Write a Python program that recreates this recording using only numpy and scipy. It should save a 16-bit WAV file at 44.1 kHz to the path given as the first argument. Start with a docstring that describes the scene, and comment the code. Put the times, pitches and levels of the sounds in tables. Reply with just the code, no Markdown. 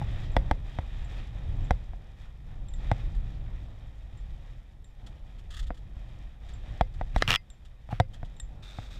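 """Rope hauled into a small boat

A rope is hauled hand over hand into a small aluminium boat, heard from a body-worn microphone.
Shaped noise and random clicks make the rope's hiss over the side, its scuffs in the hands and its rub on the case.
Damped modes make the knocks, slap and creak of the case and the tinkle of a small metal piece.
Slowly varying noise makes the breeze's rumble and the wash of the water."""
import sys
import numpy as np
from scipy import signal
from scipy.fft import rfft, irfft, next_fast_len
from scipy.io import wavfile
from scipy.ndimage import uniform_filter1d, minimum_filter1d

SR = 44100
rng = np.random.default_rng(int(sys.argv[2]) if len(sys.argv) > 2 else 0)


def store_wav(level_fs):
    """Save 16-bit WAV to argv[1]."""
    pcm = np.round(np.clip(np.atleast_2d(level_fs), -1, 1) * 32767)
    wavfile.write(sys.argv[1], SR, pcm.T.astype(np.int16))


N = 396459
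TIME = np.arange(N) / SR
HIT = np.arange(int(.3 * SR)) / SR   # time axis of one short event, s

# lasting modes of the case: mode_hz, relative_level_db, t60_s
CASE_RING = [(1890, -19, .15), (2076, 6, 0.12), (2600, -3, 0.073), (4300, -20, .15), (4893, -4, 0.11)]


def from_db(db):
    """Decibels to gain."""
    return 10 ** (np.asarray(db) / 20)


def rms_one(x):
    """Scale to rms 1."""
    return x / np.sqrt(np.mean(x ** 2) + 1e-20)


def peak_one(x):
    """Scale to peak 1."""
    return x / np.abs(x).max()


def add(out, start_s, sound):
    """Mix a sound in at its start time."""
    i = max(int(start_s * SR), 0)
    out[i:i + len(sound)] += sound[:N - i]


def cut(x, hz, kind, order=2):
    """Butterworth low- or high-pass."""
    sos = signal.butter(order, min(hz, .45 * SR), kind, fs=SR, output="sos")
    return signal.sosfilt(sos, x)


def notch(x, hz, width_hz):
    """An antiresonance: the case hardly moves at this pitch."""
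    b, a = signal.iirnotch(hz, hz / width_hz, fs=SR)
    return signal.lfilter(b, a, x)


def flutter(per_s, depth_db):
    """A gain that wanders between random values, per_s of them a second."""
    knots = rng.standard_normal(N // 10)
    return from_db(depth_db * np.interp(TIME * per_s, np.arange(len(knots)), knots))


def stroke(start_s, length_s, attack_s, release_s):
    """One movement: it eases in, holds until its length is up and dies away."""
    age = TIME - start_s
    rise = np.sin(np.pi / 2 * np.clip(age / attack_s, 0, 1)) ** 2
    return rise * np.exp(-np.clip((age - length_s) / release_s, 0, 20))


def puff(rise_s):
    """Envelope that peaks at 1 after rise_s and then dies away."""
    age = HIT / rise_s
    return age * np.exp(1 - age)


def colour(x, spectrum):
    """Give x a spectrum that falls away steeply past its ends; rms 1."""
    hz, db = np.transpose(spectrum)
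    size = next_fast_len(N)
    octave = np.log2(np.fft.rfftfreq(size, 1 / SR) + 1)
    outside = np.abs(octave - np.clip(octave, np.log2(hz[0]), np.log2(hz[-1])))
    gain = from_db(np.interp(octave, np.log2(hz), db) - 20 * outside)   # 20 dB/octave outside
    return rms_one(irfft(rfft(x, size) * gain, size)[:N])


def noise(spectrum):
    """Smooth coloured noise, rms 1."""
    return colour(rng.standard_normal(N), spectrum)


def friction(spectrum, per_s, spread_db, smooth_db):
    """Fibres catch and let go in tiny clicks of uneven size, over a smooth rub."""
    heights = from_db(spread_db * np.minimum(rng.exponential(1, N), 4))
    sizes = heights * rng.choice([-1, 1], N)
    clicks = rms_one(sizes * (rng.random(N) < per_s / SR))
    return colour(clicks + from_db(smooth_db) * rng.standard_normal(N), spectrum)


def strike(modes, detune):
    """One blow rings every mode, with a strength and tuning that depend a little on where it lands."""
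    hz, db, t60_s = np.transpose(modes)[:, :, None]
    level_chance, tuning_chance = rng.standard_normal((2, len(modes), 1))
    height = from_db(db + level_chance - 60 * HIT / t60_s)
    return np.sum(height * np.sin(2 * np.pi * hz * (1 + detune * tuning_chance) * HIT), axis=0)


def roughen(x, length_s, share):
    """A rough contact: the first touch is followed by a brief spray of smaller ones."""
    age = HIT[:SR // 50] / length_s
    touches = rng.standard_normal(len(age)) * age * np.exp(-age)
    touches *= share / np.linalg.norm(touches)
    touches[0] += 1
    return signal.fftconvolve(x, touches)[:len(x)]


def disperse(x, hz, count):
    """Bending waves carry the treble faster than the lows: a chain of allpasses."""
    k = np.tan(np.pi * hz / SR)
    a = (k - 1) / (k + 1)
    return signal.sosfilt([[a, 1, 0, 1, a, 0]] * count, x)


def air():
    """Open air: faint white noise."""
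    return from_db(-83) * rng.standard_normal(N)


def breeze(hull):
    """Gusts and the swing of each pull buffet the microphone; slow eddies rumble underneath."""
    # breeze strength: time_s, strength_db
    wind = [(0.0, -36), (0.37, -37.5), (0.82, -50.5), (1.35, -43.5), (1.58, -34), (2.05, -55), (2.38, -54),
            (2.8, -45), (2.98, -41), (3.53, -43), (3.78, -53.5), (3.98, -54.5), (4.28, -49), (4.66, -56.5),
            (5.31, -54), (5.53, -50.5), (6.21, -52.5), (6.36, -58), (6.61, -52), (6.79, -47), (7.18, -49.5),
            (7.41, -57.5), (7.79, -59), (8.06, -50), (8.79, -57.5), (8.99, -51.5)]
    # slow eddies: freq_hz, relative_density_db_per_hz
    rumble_spectrum = [(15, -6.5), (28, -2.5), (45, -2), (65, -8), (100, -25), (200, -38)]
    # buffeting: freq_hz, relative_density_db_per_hz
    buffet_spectrum = [(50, -24), (85, 0), (115, 1), (160, -8), (220, -21), (350, -27), (600, -36)]
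    usual_wind_db, rumble_db, buffet_db = -49.5, -38, -48.5   # last two: in a breeze of the usual strength
    rumble_growth = 0.71   # dB per dB: rumble grows more slowly than buffeting
    sway_db = 3.5   # buffeting by each pull's swing, relative to the hull gain
    time_s, strength_db = np.transpose(wind)
    gust = from_db(np.interp(TIME, time_s, strength_db) - usual_wind_db)
    buffet = np.hypot(from_db(buffet_db) * gust, from_db(sway_db) * hull)
    slow = noise(rumble_spectrum) * flutter(per_s=9, depth_db=2.5)
    fast = noise(buffet_spectrum) * flutter(per_s=14, depth_db=2.0)
    return from_db(rumble_db) * gust ** rumble_growth * slow + buffet * fast


def tinks():
    """A small metal piece clicks and rings on one high note."""
    # contacts: start_s, relative_level_db
    contacts = [(0.3184, -56), (1.0465, -52), (1.6444, -54), (2.6853, -47.5), (2.7375, -42.5), (4.174, -56),
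                (4.844, -49.5), (6.537, -48), (7.5018, -43), (8.3659, -53), (8.3994, -32)]
    # modes of the click: mode_hz, relative_level_db, t60_s
    click_modes = [(1950, -5, 0.047), (3660, 9.5, 0.013), (5260, -5, 0.011), (7500, 6, 0.033),
                   (8070, -2.5, 0.025), (10900, -24, .012), (13400, -22, 0.0057)]
    note_hz, note_t60_s = 7340, 0.15
    note_db, note_growth = -25, 0.74   # note at a 0 dB contact; its rise, dB per dB
    out = np.zeros(N)
    note = np.sin(2 * np.pi * note_hz * HIT) * from_db(-60 * HIT / note_t60_s)
    for start_s, db in contacts:
        click = roughen(strike(click_modes, detune=0.017), length_s=0.0013, share=1.0)
        click = peak_one(disperse(click, 5340, count=6))
        add(out, start_s, from_db(db - 0.5) * click + from_db(note_db + note_growth * db) * note)
    return out


def groans():
    """The case groans briefly as it shifts on its mount: an unsteady tone with a weak octave."""
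    # groans: start_s, length_s, pitch_hz, level_db
    shifts = [(0.017, 0.014, 856, -36), (7.904, 0.03, 833, -39.5)]
    out = np.zeros(N)
    for start_s, length_s, hz, db in shifts:
        t = HIT[HIT < length_s]
        cycles = np.cumsum(hz * (1 + 0.47 * rng.standard_normal(len(t)))) / SR
        wave = np.sin(2 * np.pi * cycles) + 0.085 * np.sin(4 * np.pi * cycles)
        swell = np.sqrt(np.abs(np.sin(np.pi * t / length_s)))
        add(out, start_s, from_db(db) * swell * wave)
    return out


def knocks():
    """Each knock rings the damped case, cracks in its walls and rocks it on its mount."""
    # blows: start_s, relative_level_db, contact_hardness_db, relative_thump_db, thump_hz
    blows = [(0.014, -30, -11, -35, 126), (0.365, -10, 1, -24, 47.3), (0.511, -13.5, 1.5, -29, 51),
             (0.786, -24, 2, -31, 75), (1.707, -13.5, 1, -26, 55.3), (1.933, -42, 7, -45.5, 51),
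             (2.914, -15.5, 1.5, -25.5, 102), (5.704, -25, -17, -48, 49), (5.966, -51, 0, -40.5, 45.6),
             (6.809, -12, -1, -25, 47.4), (7.011, -24, -1, -33, 45), (7.161, -17, 5.5, -22.5, 33.2),
             (7.889, -40, 11, -47, 38), (7.926, -27, -20, -31, 117), (7.999, -10, 1, -21.5, 103),
             (8.229, -34.5, 5, -40.5, 107), (8.785, -31, -6, -38.5, 101.4)]
    # damped body modes: mode_hz, relative_level_db, t60_s
    body_modes = [(245, -8, 0.009), (309, -12, 0.029), (520.5, -23, 0.12), (730, 0.5, 0.019),
                  (867, -0.5, 0.013), (1287, -2, 0.005), (1610, -10, 0.011), (1920, -10.5, 0.015)]
    # wall modes: mode_hz, relative_level_db, t60_s
    crack_modes = [(3340, 5, 0.012), (3703, -1, 0.013), (5420, -3, 0.0052), (6100, -38, 0.0056),
                   (7870, -17, 0.015), (13000, -30, .004)]
    crack_db, crack_growth = -10.5, 1.43   # crack at 0 dB level and hardness; its rise, dB per dB
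    out = np.zeros(N)
    ring = peak_one(strike(CASE_RING, detune=.001))
    for start_s, db, hard_db, thump_db, thump_hz in blows:
        contact_hz = 3000 * 2 ** ((db + hard_db) / 45)   # gentler and softer knocks are duller
        body = notch(cut(strike(body_modes, detune=0.018), contact_hz, "low"), hz=404, width_hz=136)
        body = roughen(body, length_s=0.0019, share=0.39)
        body = peak_one(disperse(body, 1340, count=3))

        crack = cut(strike(crack_modes, detune=0.025), 2800, "high", order=4)
        crack = roughen(crack, length_s=0.00086, share=0.92)
        crack = peak_one(disperse(crack, 4500, count=4))
        crack_gain = from_db(crack_db + crack_growth * db + hard_db)

        # the mount is stiff while pressed in, then settles to its own pitch
        swing_hz = thump_hz + (100 - thump_hz) * np.exp(-HIT / 0.0028)
        decay = from_db(-60 * HIT * thump_hz / 5.73)   # t60 of 5.73 cycles
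        thump = -np.sin(2 * np.pi * np.cumsum(swing_hz) / SR) * decay
        # a quicker swing packs its energy into less time
        thump = np.sqrt(thump_hz / 50) * cut(thump, 185, "low")

        knock = from_db(db + 3.5) * (body + from_db(-36.0) * ring) + crack_gain * crack
        add(out, start_s + 0.00096, knock + from_db(thump_db + 11.5) * thump)
    return out


def hauling():
    """Gains of the rope's hiss and the hull's hum: the pulls add in power to the calm wash."""
    # pulls over the side: start_s, length_s, hiss_db, relative_hull_db
    pulls = [(-0.1, 0.33, -54.5, -56), (0.26, 0.24, -59, -53.5), (0.603, 0.44, -58, -60),
             (1.044, 0.15, -54.5, -56.5), (1.285, 0.44, -59.5, -58), (1.757, 0.35, -69.5, -66.5),
             (2.117, 0.12, -63, -73), (2.403, 0.47, -69, -64), (2.754, 0.25, -56.5, -56.5),
             (3.027, 0.7, -64, -61.5), (3.737, 0.38, -69, -69), (4.076, 0.43, -66.5, -67.5),
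             (4.95, 0.18, -67.5, -63), (5.192, 0.7, -69.5, -68.5), (5.907, 0.34, -65.5, -64.5),
             (6.365, 0.22, -63.5, -64), (6.593, 0.17, -59, -59), (6.89, 0.26, -65, -65),
             (8.05, 0.33, -68.5, -66.5), (8.454, 0.63, -73, -62.5)]
    calm_hiss_db, calm_hull_db = -71.5, -70.5   # between pulls
    hiss_power, hull_power = from_db(calm_hiss_db) ** 2, from_db(calm_hull_db) ** 2
    for start_s, length_s, hiss_db, hull_db in pulls:
        pull = stroke(start_s, length_s, attack_s=0.085, release_s=0.13)
        hiss_power = hiss_power + (from_db(hiss_db) * pull) ** 2
        hull_power = hull_power + (from_db(hull_db) * pull) ** 2
    hiss_over_calm = np.sqrt(hiss_power) / from_db(calm_hiss_db)
    return np.sqrt(hiss_power), np.sqrt(hull_power), hiss_over_calm


def splashes():
    """Small splashes off the wet rope: swishes at random times, each in a band of its own."""
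    per_s, level_db = 9, -2   # level relative to the hiss, scaled by each splash's random size
    out = np.zeros(N)
    envelope = puff(rise_s=0.025)
    for when, pitch, size in rng.random((int(per_s * N / SR), 3)):
        low_hz = 600 * 2 ** (2.5 * pitch)
        swish = cut(rng.standard_normal(len(HIT)), low_hz, "high")
        swish = rms_one(cut(swish, 1.4 * low_hz, "low", order=4))
        add(out, when * N / SR, size * swish * envelope)
    return from_db(level_db) * out


def rope_over_side(hiss, hull, hiss_over_calm):
    """Wet rope hisses over the gunwale, splashes, sheds a fine spray and sets the hull humming with the wash."""
    # rope hiss: freq_hz, relative_density_db_per_hz
    hiss_spectrum = [(700, 1), (1000, -6.5), (1220, 0.5), (1490, -5), (1850, 4.5), (2200, -2.5), (2430, 2),
                     (2800, -5), (3250, 0.5), (3500, -1.5), (3720, 1), (4150, -13.5), (6000, -22.5)]
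    # fine spray: freq_hz, relative_density_db_per_hz
    spray_spectrum = [(4000, -0.5), (4900, 0.5), (5550, 1), (6300, -4.5), (7150, -1.5), (7900, -8),
                      (8500, -5.5), (9400, -15.5), (10600, -18.5), (11300, -9.5), (12000, -19),
                      (13400, -13), (15300, -21)]
    # hull hum: freq_hz, relative_density_db_per_hz
    hull_spectrum = [(200, 4.5), (330, -1.5), (420, -6), (540, -2), (650, -4), (780, -2.5), (1050, -12),
                     (1600, -18)]
    calm_spray_db, spray_growth = -82, 0.8   # spray between pulls; its rise, dB per dB of hiss
    spray = from_db(calm_spray_db) * hiss_over_calm ** spray_growth
    tug = flutter(per_s=18, depth_db=1.1)
    fibres = friction(hiss_spectrum, per_s=2700, spread_db=4.0, smooth_db=-1.5)
    drops = friction(spray_spectrum, per_s=1100, spread_db=7.0, smooth_db=3.0)
    hum = from_db(3.0) * hull * noise(hull_spectrum)
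    return hiss * (tug * fibres + splashes()) + tug * spray * drops + hum


def rope_through_grip():
    """The rope runs through the palm and each strand of its lay ticks past the fingers."""
    # runs: start_s, length_s, level_db
    runs = [(8.621, 0.096, -54.5), (8.72, 0.14, -55.5), (8.9, 0.058, -54)]
    # rub on the palm: freq_hz, relative_density_db_per_hz
    palm_spectrum = [(710, -47), (1200, -3.5), (1900, -8.5), (2050, -8), (2480, -3.5), (3050, -13),
                     (3650, 4.5), (4110, -10), (5300, -12.5), (8510, -20.5), (10400, -35), (13200, -26),
                     (15500, -38)]
    strands_per_s = 100
    since_tick = strands_per_s * TIME % 1   # in strands
    ticking = rms_one(1 + 1.05 * flutter(per_s=79, depth_db=4.5) * np.exp(-since_tick / 0.15))
    grips = [from_db(db) * stroke(start_s, length_s, attack_s=0.0078, release_s=.06)
             for start_s, length_s, db in runs]
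    rub = friction(palm_spectrum, per_s=1500, spread_db=0.5, smooth_db=3.0)
    return np.max(grips, axis=0) * ticking * rub


def scuffs():
    """Brief scuffs of rope in the hands as the grip changes: puffs of friction."""
    # grip changes: start_s, relative_level_db
    grip_changes = [(3.148, -56), (5.064, -48.5), (5.387, -55.5), (5.505, -45.5), (5.5234, -53),
                    (5.5402, -44), (5.566, -42), (5.591, -41.5), (5.627, -49.5), (5.668, -52),
                    (5.744, -56.5), (5.772, -56), (6.488, -52), (6.94, -55), (7.174, -41.5),
                    (7.6503, -54.5), (8.136, -47.5), (8.248, -54.5)]
    # scuffing: freq_hz, relative_density_db_per_hz
    scuff_spectrum = [(530, -44), (900, -17), (1090, -16), (1290, 2.5), (1400, -10.5), (1860, 1),
                      (2250, -16.5), (3380, 3), (4080, -6.5), (6200, -14.5), (7060, -10), (11600, -27.5),
                      (15500, -27)]
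    pressure = np.zeros(N)
    envelope = puff(rise_s=0.00675)
    for start_s, db in grip_changes:
        add(pressure, start_s - .002, from_db(db - 5) * envelope)
    return pressure * friction(scuff_spectrum, per_s=1400, spread_db=2.5, smooth_db=-1.5)


def rope_dragging():
    """The rope rubs across the case and shakes it; the pressure sags during each drag."""
    # drags: start_s, length_s, rub_db, shake_db (levels before the sag)
    drags = [(7.134, 0.06, -48, -31.5), (7.193, 0.094, -42.5, -31), (7.271, 0.083, -25.5, -25),
             (7.893, 0.16, -49.5, -38)]
    # rub on the case: freq_hz, relative_density_db_per_hz
    rub_spectrum = [(290, -16.5), (500, -9), (863, -11), (1270, -4.5), (1990, -6.5), (2500, -5.5),
                    (2800, -7), (4700, -18), (4980, -24), (5510, -18), (6270, -24.5), (13000, -36),
                    (15500, -26)]
    # case shaking on its mount: freq_hz, relative_density_db_per_hz
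    shake_spectrum = [(20, 1.5), (50, -13.5), (110, -7), (200, -19)]
    sag_db_per_s = 124
    rub, shake = np.zeros(N), np.zeros(N)
    for start_s, length_s, rub_db, shake_db in drags:
        sag = from_db(-sag_db_per_s * np.clip(TIME - start_s, 0, length_s))
        pressure = sag * stroke(start_s, length_s, attack_s=.025, release_s=0.0075)
        rub += from_db(rub_db) * pressure
        shake += from_db(shake_db) * pressure
    fibres = friction(rub_spectrum, per_s=2700, spread_db=2.5, smooth_db=-7)
    return rub * fibres + shake * noise(shake_spectrum)


def rope_on_case():
    """The rope slaps the case, then its lay catches and slips strand by strand; the case rings on faintly."""
    # the one slap: start_s, level_db
    slap_start_s, slap_db = (7.2226, 2.5)
    # slips: start_s, level_db
    slips = [(7.2775, -14), (7.3053, -6.5), (7.3167, -13.5), (7.3250, -24), (7.3285, -13), (7.3397, -12),
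             (7.3497, -12.5), (7.3586, -7)]
    # case modes under the slap: mode_hz, relative_level_db, t60_s
    slap_modes = [(710, 0, 0.0053), (1290, -1, 0.0088), (1790, -6, 0.012), (1950, -5, 0.011),
                  (3140, -2, 0.003), (3880, -5, 0.0059), (5300, -21, 0.012), (8300, -28, 0.0033),
                  (13000, -19, .003)]
    # case modes under the slips: mode_hz, relative_level_db, t60_s
    creak_modes = [(1380, -5, 0.015), (1970, -4.5, 0.023), (2450, -7.5, 0.018), (2820, 3, 0.013),
                   (3000, -1.5, 0.011), (3310, 1.5, 0.01), (3680, -22, .012), (5180, -11.5, 0.015),
                   (6260, -30.5, 0.017), (8000, -48, .006), (12800, -11, .0015)]
    out = np.zeros(N)
    ring = peak_one(strike(CASE_RING, detune=.001))
    slap = cut(strike(slap_modes, detune=0.011), 7000, "low")
    slap = peak_one(disperse(slap, 3000, count=6))
    add(out, slap_start_s, from_db(slap_db) * (slap + from_db(-38.5) * ring))
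    for start_s, db in slips:
        slip = roughen(strike(creak_modes, detune=.004), length_s=.0005, share=0.61)
        slip = peak_one(disperse(cut(slip, 920, "high"), 3400, count=16))
        add(out, start_s - .0003, from_db(db) * (slip + from_db(-26.5) * ring))
    return out


def scene():
    """All sources over a faint hiss of open air."""
    hiss, hull, hiss_over_calm = hauling()
    background = air() + breeze(hull) + tinks()
    case = groans() + knocks()
    hands = rope_through_grip() + scuffs()
    rope = rope_over_side(hiss, hull, hiss_over_calm) + hands + rope_dragging() + rope_on_case()
    return (background + case + rope)[None]


def record(dry):
    """A fast limiter holds the loudest peaks, the microphone dulls the highest treble and the top is cut."""
    ceiling, window = .32, 25   # full scale = 1; samples
    needed = ceiling / np.maximum(np.abs(dry), ceiling)
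    gain = uniform_filter1d(minimum_filter1d(needed, size=window), size=window)
    dulled = cut(dry * gain, 14000, "low", order=4)
    top_cut = signal.ellip(10, .1, 80, 15600, fs=SR, output="sos")
    return signal.sosfilt(top_cut, dulled)


dry = scene()
out = record(dry)
store_wav(out)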